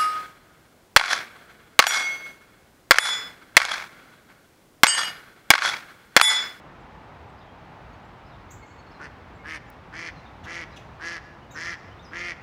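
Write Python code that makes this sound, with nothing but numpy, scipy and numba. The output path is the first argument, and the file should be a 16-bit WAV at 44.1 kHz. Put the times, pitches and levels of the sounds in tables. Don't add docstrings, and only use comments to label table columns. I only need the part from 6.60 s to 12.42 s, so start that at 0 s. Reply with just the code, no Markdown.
import sys
import numpy as np
from scipy import signal
from scipy.fft import rfft, irfft
from scipy.io import wavfile
from scipy.ndimage import uniform_filter1d
from numba import njit

SR = 44100
rng = np.random.default_rng(int(sys.argv[2]) if len(sys.argv) > 2 else 0)


def master_out(mix):
    frames = np.transpose(np.atleast_2d(mix))
    ceiling = np.clip(frames, -1, 1)
    pcm = np.round(ceiling * 32767).astype(np.int16)
    wavfile.write(sys.argv[1], SR, pcm)


def gain_from_decibels(decibels):
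    exponent = np.asarray(decibels, float) / 20
    return 10 ** exponent


N = 256662
T = np.arange(N) / SR


def level(x, db):
    return x * gain_from_decibels(db) / np.sqrt(np.mean(x ** 2))


@njit
def svf(x, hz, width):
    y = np.empty(len(x))
    band, low = 0., 0.
    for i in range(len(x)):
        g = np.tan(np.pi * hz[i] / SR)
        k = width / hz[i]
        v = (band + g * (x[i] - low)) / (1 + g * (g + k))
        band, low = 2 * v - band, low + 2 * g * v
        y[i] = k * v
    return y


def ring(x, modes):
    out = np.zeros(len(x))
    for k, (hz, width, db) in enumerate(modes):
        centre = np.full(len(x), 1. * hz)
        out += (-1) ** k * gain_from_decibels(db) * svf(x, centre, 1. * width)
    return out


def scatter(x, t60, late_s=0.):
    t = np.arange(SR) / SR
    tail = rng.standard_normal(SR) * np.exp(-np.log(1000) * t / t60)
    tail = tail / np.sqrt(np.sum(tail ** 2))
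    tail = np.append(np.zeros(int(late_s * SR)), tail)
    return signal.fftconvolve(x, tail)[:len(x)]


def swell(start, length):
    i = np.arange(int(start * SR), min(int((start + length) * SR), N))
    return i, np.sqrt(2) * np.sin(np.pi * (i - i[0] + .5) / len(i))


def town():
    # frequency in Hz, relative strength in dB per Hz.
    town_colour = [(20, -32), (32, -17.5), (40, -3), (50, 1.5), (70, 2.5), (140, -0.5), (220, -4.5),
                   (450, -8.5), (820, -7), (1200, -9), (2000, -15.5), (4000, -28), (6400, -38.5),
                   (9000, -47), (17000, -52)]
    hz, db = np.transpose(town_colour)
    f = np.maximum(np.fft.rfftfreq(N, 1 / SR), 1)
    colour = gain_from_decibels(np.interp(np.log(f), np.log(hz), db))
    noise = irfft(rfft(rng.standard_normal(N)) * colour, N)
    drift_db = 0.6 * np.interp(T, np.arange(0, 7, .3), rng.standard_normal(24))
    return level(noise, -46.5) * gain_from_decibels(drift_db)


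def road():
    # time in seconds, level in dB.
    road_level = [(0, -59), (.6, -54), (1.5, -57.5), (2.5, -62), (4, -56), (5.82, -63.5)]
    # centre in Hz, width in Hz, gain in dB.
    road_ring = [(821, 320, 0)]
    noise = ring(ring(rng.standard_normal(N), road_ring), road_ring)
    return level(noise, 0) * gain_from_decibels(np.interp(T, *np.transpose(road_level)))


def puffs():
    # start in seconds, length in seconds, level in dB.
    buffets = [(1.927, 0.052, -49), (3.549, 0.061, -48.5), (3.785, 0.094, -49), (4.269, 0.13, -51.5)]
    # centre in Hz, width in Hz, gain in dB.
    puff_ring = [(103.5, 96, 0)]
    rumble = level(ring(ring(rng.standard_normal(N), puff_ring), puff_ring), 0)
    out = np.zeros(N)
    for start, length, db in buffets:
        i, env = swell(start, length)
        out[i] += gain_from_decibels(db) * env * rumble[i]
    return out


def tick():
    start_s, decay_s = 3.1014, 0.0011
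    t = np.clip(T - start_s, 0, None)
    burst = rng.standard_normal(N) * np.exp(-t / decay_s) * (T >= start_s)
    high_pass = signal.butter(2, 9100, "high", fs=SR, output="sos")
    return gain_from_decibels(-39.5) * signal.sosfilt(high_pass, burst)


def birds():
    # start in seconds, length in seconds, first Hz, last Hz, level of the lowest partial in dB.
    seeps = [(.196, .03, 8200, 7000, -80), (.68, .035, 9300, 7300, -81), (1.44, .025, 7100, 7600, -78),
             (2.743, .035, 7850, 7300, -78), (3.065, .035, 7100, 7060, -80)]
    far_whistles = [(.774, 0.022, 4200, 5300, -72), (.797, 0.036, 4260, 3250, -69),
                    (.869, 0.0275, 3140, 3280, -68), (1.65, .028, 4430, 5405, -72),
                    (1.679, 0.1, 4450, 3340, -74), (2.266, 0.009, 4500, 4244, -65),
                    (2.303, .023, 4220, 5610, -69), (2.331, 0.0304, 4450, 4000, -68),
                    (3.548, 0.046, 4480, 3930, -68), (3.647, .031, 4000, 3400, -65),
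                    (4.103, 0.0257, 5300, 4840, -71), (4.116, 0.0206, 4400, 3740, -65)]
    peeps_and_chack_tones = [(1.885, 0.0217, 2150, 2163, -64), (2.022, 0.0213, 2210, 2130, -54.5),
                             (2.098, 0.0303, 2196, 2197, -60), (3.834, .016, 3750, 3270, -68),
                             (3.848, 0.0133, 2930, 2600, -58), (4.16, 0.016, 3360, 3400, -55),
                             (4.169, 0.012, 2921, 2420, -53)]
    nasal_peeps = [(1.325, 0.0265, 2238, 2190, -68), (2.175, 0.04, 2190, 2200, -65)]
    chips = [(1.903, .017, 5280, 7920, -55.5), (4.906, 0.0164, 5660, 7700, -60.5)]
    pure_peep_and_song = [(2.78, .045, 2182, 2160, -58), (4.812, 0.0352, 2680, 3074, -64),
                          (4.902, 0.019, 3720, 3800, -61), (4.935, .019, 6000, 6374, -59),
                          (4.945, 0.036, 6250, 5040, -55), (5.308, .027, 2800, 3156, -60),
                          (5.39, 0.017, 3360, 3750, -56.5), (5.425, 0.021, 5900, 6330, -68),
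                          (5.441, .024, 6300, 4900, -60), (5.453, 0.032, 4950, 5050, -60)]
    # notes, second and third partial in dB against the first, echo send in dB.
    voices = [(seeps, -34, -40, -3.5), (far_whistles, -30, -40, 5), (peeps_and_chack_tones, -12, -18.5, -2),
              (nasal_peeps, -1, -8.5, -6), (chips, -14, -60, 6.7), (pure_peep_and_song, -29, -45, -1.5)]
    # start in seconds, length in seconds, level in dB.
    chacks = [(3.833, 0.033, -55), (4.158, 0.0275, -54)]
    # centre in Hz, width in Hz, relative gain in dB.
    chack_ring = [(2800, 130, 4), (3400, 850, 0.5), (6150, 520, -2), (7300, 480, -9.5), (10100, 1020, -19),
                  (13200, 1000, -18)]
    echo_t60_s, late_s, late_db = 0.3, .15, -13

    dry, send = np.zeros(N), np.zeros(N)
    for notes, second_db, third_db, echo_db in voices:
        for start, length, from_hz, to_hz, db in notes:
            i, env = swell(start, length)
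            glide = 1 - (1 - np.linspace(0, 1, len(i))) ** 1.61
            phase = 2 * np.pi * np.cumsum(from_hz + (to_hz - from_hz) * glide) / SR
            overtones = gain_from_decibels(second_db) * np.sin(2 * phase) + gain_from_decibels(third_db) * np.sin(3 * phase)
            note = np.sqrt(2) * gain_from_decibels(db) * env * (np.sin(phase) + overtones)
            dry[i] += note
            send[i] += gain_from_decibels(echo_db) * note
    harsh = level(ring(rng.standard_normal(N), chack_ring), 0)
    for start, length, db in chacks:
        i, env = swell(start, length)
        dry[i] += gain_from_decibels(db) * env * harsh[i]
        send[i] += gain_from_decibels(db - 3.0) * env * harsh[i]
    dull = signal.sosfilt(signal.butter(4, 9000, fs=SR, output="sos"), send)
    early = scatter(send, echo_t60_s)
    late = gain_from_decibels(late_db) * scatter(dull, 2 * echo_t60_s, late_s)
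    return dry + early + late


def throb(cycles, half_db, breath_db=-8):
    jitter_cycles, breath_s = .014, .002
    shimmer_db, half_shimmer_db, strong_weak_db = 1.7, 3.0, 1.5
    chance = np.clip(rng.standard_normal((128, 2)), -1.5, 1.5)
    beat = np.arange(1, int(2 * cycles[-1]))
    when = beat / 2 + jitter_cycles * chance[beat, 0]
    at = np.interp(when, cycles, np.arange(len(cycles))).astype(int)
    main_db = shimmer_db * chance[beat, 1] + strong_weak_db * np.where(beat % 4 < 2, 1, -1)
    between_db = half_db[at] + half_shimmer_db * chance[beat, 1]
    pulses = np.zeros(len(cycles))
    pulses[at] = gain_from_decibels(np.where(beat % 2, between_db, main_db))
    gate = signal.lfilter([1], [1, -np.exp(-1 / (breath_s * SR))], pulses)
    breath = gate * rng.standard_normal(len(cycles))
    return level(pulses, 0) + level(breath, breath_db)


def tract(x, hz, modes):
    out = np.zeros(len(x))
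    for k, (multiple, width, db) in enumerate(modes):
        out += (-1) ** k * gain_from_decibels(db) * svf(x, multiple * hz, 1. * width)
    return out


def quack(start, length, peak_db, peak_share, softer_db, pulse_hz, rise_s, bill_hz, head_db, air_db, chest_db):
    # multiple of the bill resonance, width in Hz, gain in dB.
    throat_modes = [(0.649, 337, -7.5), (1.0, 270, 5.5), (1.22, 450, 0), (1.6, 810, -9.5)]
    # multiple of the head resonance, width in Hz, relative gain in dB.
    head_modes = [(.8, 815, -0.5), (1.0, 850, 1), (1.2, 1100, -1.5)]
    # centre in Hz, width in Hz, relative gain in dB.
    air_modes = [(8500, 2500, 0), (11500, 4000, -5)]
    # multiple of the pulse rate, relative level in dB.
    chest_partials = [(1, -12.5), (2, 1.5), (3, -4), (4, -4.5), (7, 0)]

    i = np.arange(int(start * SR), int((start + length) * SR))
    t, left = T[i] - T[i[0]], T[i[-1]] - T[i]
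    effort_db = np.interp(t / length, [0, peak_share, 1], [-softer_db, 0, -2.5])

    opening_s, closing_s = .028, .03
    shut, closing = np.exp(-t / opening_s), np.exp(-(left / closing_s) ** 2)
    scoop, drop = .25 * np.exp(-t / rise_s), 0.11 * closing
    cycles = np.cumsum(pulse_hz * (1 - scoop - drop)) / SR
    bill_hz = bill_hz * (1 - .4 * shut)
    head_hz = 5090 * (1 - .08 * (shut + closing))

    knots = np.arange(16) * .02
    loud, colour = (np.interp(t, knots, c) for c in rng.standard_normal((16, 2)).T)
    head_hz = head_hz * (1 + .04 * colour)
    treble_db = 1.4 * loud - 20 * np.exp(-(t / .034) ** 2) - 4 * closing

    half_db = 1.2 * effort_db
    half_low_db, half_bright_db = half_db - 4, half_db - 12.5
    source, bright = throb(cycles, half_low_db), throb(cycles, half_bright_db)
    low = svf(tract(source, bill_hz, throat_modes), bill_hz, 3200.0)
    upper = svf(tract(bright, head_hz, head_modes), head_hz, 3000.0)
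    breathy = throb(cycles, half_bright_db, -3)
    air = svf(ring(breathy, air_modes), np.full(len(i), 9500.), 7600.0)

    sharp = throb(cycles, half_bright_db)
    sharp = sharp * uniform_filter1d(abs(sharp), size=32) ** (2.2 - 1)
    flare_hz, flare_width_hz = 1.66 * bill_hz, 1200.
    flare = svf(svf(sharp, flare_hz, flare_width_hz), flare_hz, flare_width_hz)

    treble = level(flare, -19) + level(upper, head_db) + level(air, air_db)
    rasp = level(low, 0) + gain_from_decibels(treble_db) * treble
    rasp = rasp - 0.55 * svf(rasp, np.full(len(i), 3800.), 320.)
    chest = sum(gain_from_decibels(db) * np.sin(2 * np.pi * k * cycles) for k, db in chest_partials)

    attack_s, release_s = 0.027, 0.02
    fade = np.clip(np.minimum(t / attack_s, left / release_s), 0, 1)
    loudness = gain_from_decibels(peak_db + effort_db) * fade
    return i, loudness * rasp, loudness * level(chest, chest_db)


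def duck():
    # start in seconds, length in seconds, level at full effort in dB,
    # place of that peak as a share of the length, how much softer the start is in dB,
    # pulse rate once risen in Hz, time constant of the pitch rise in seconds.
    quacks = [(2.386, 0.1, -41, 0.55, 0.5, 152.2, 0.01613), (2.83, 0.1576, -36, .75, 4.5, 159.8, 0.017),
              (3.313, .2, -37, .85, 1, 168.3, 0.029), (3.844, 0.21, -36.5, 0.64, 3, 170.4, .022),
              (4.384, 0.21, -35, 0.41, 5.5, 170.8, .028), (4.933, .23, -35, 0.63, 4, 172.3, 0.0408),
              (5.507, 0.2328, -34.5, .75, 3.5, 175.5, 0.024)]
    # open bill resonance in Hz, then in dB the
    quack_colours = [(1710, -14, -32, -10.5), (1920, -13.5, -26, -13), (1937, -11.5, -34, -12.5),
                     (1910, -12.5, -35, -10), (1840, -11, -33, -11.5), (1854, -10.5, -32.5, -14),
                     (1953, -13, -36.5, -10)]
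    near_t60_s, near_db = 0.074, -9
    trees_t60_s, trees_db, trees_late_s = 1, -16, .02
    bank_t60_s, bank_db, bank_late_s = 0.045, -24, 0.17

    rasp, tone = np.zeros(N), np.zeros(N)
    for row, colour in zip(quacks, quack_colours):
        i, voice, tone[i] = quack(*row, *colour)
        rasp[i] = voice + gain_from_decibels(near_db) * scatter(voice, near_t60_s)
    trees = gain_from_decibels(trees_db) * scatter(rasp, trees_t60_s, trees_late_s)
    bank = gain_from_decibels(bank_db) * scatter(rasp, bank_t60_s, bank_late_s)
    dulling = signal.butter(2, [900, 7000], "band", fs=SR, output="sos")
    return rasp + tone + signal.sosfilt(dulling, trees + bank)


def scene():
    return (duck() + birds() + tick() + town() + road() + puffs())[None]


def top_cut(x):
    return signal.sosfilt(signal.butter(12, 17100, fs=SR, output="sos"), x)


def record(dry):
    return top_cut(dry)


dry = scene()
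out = record(dry)
master_out(out)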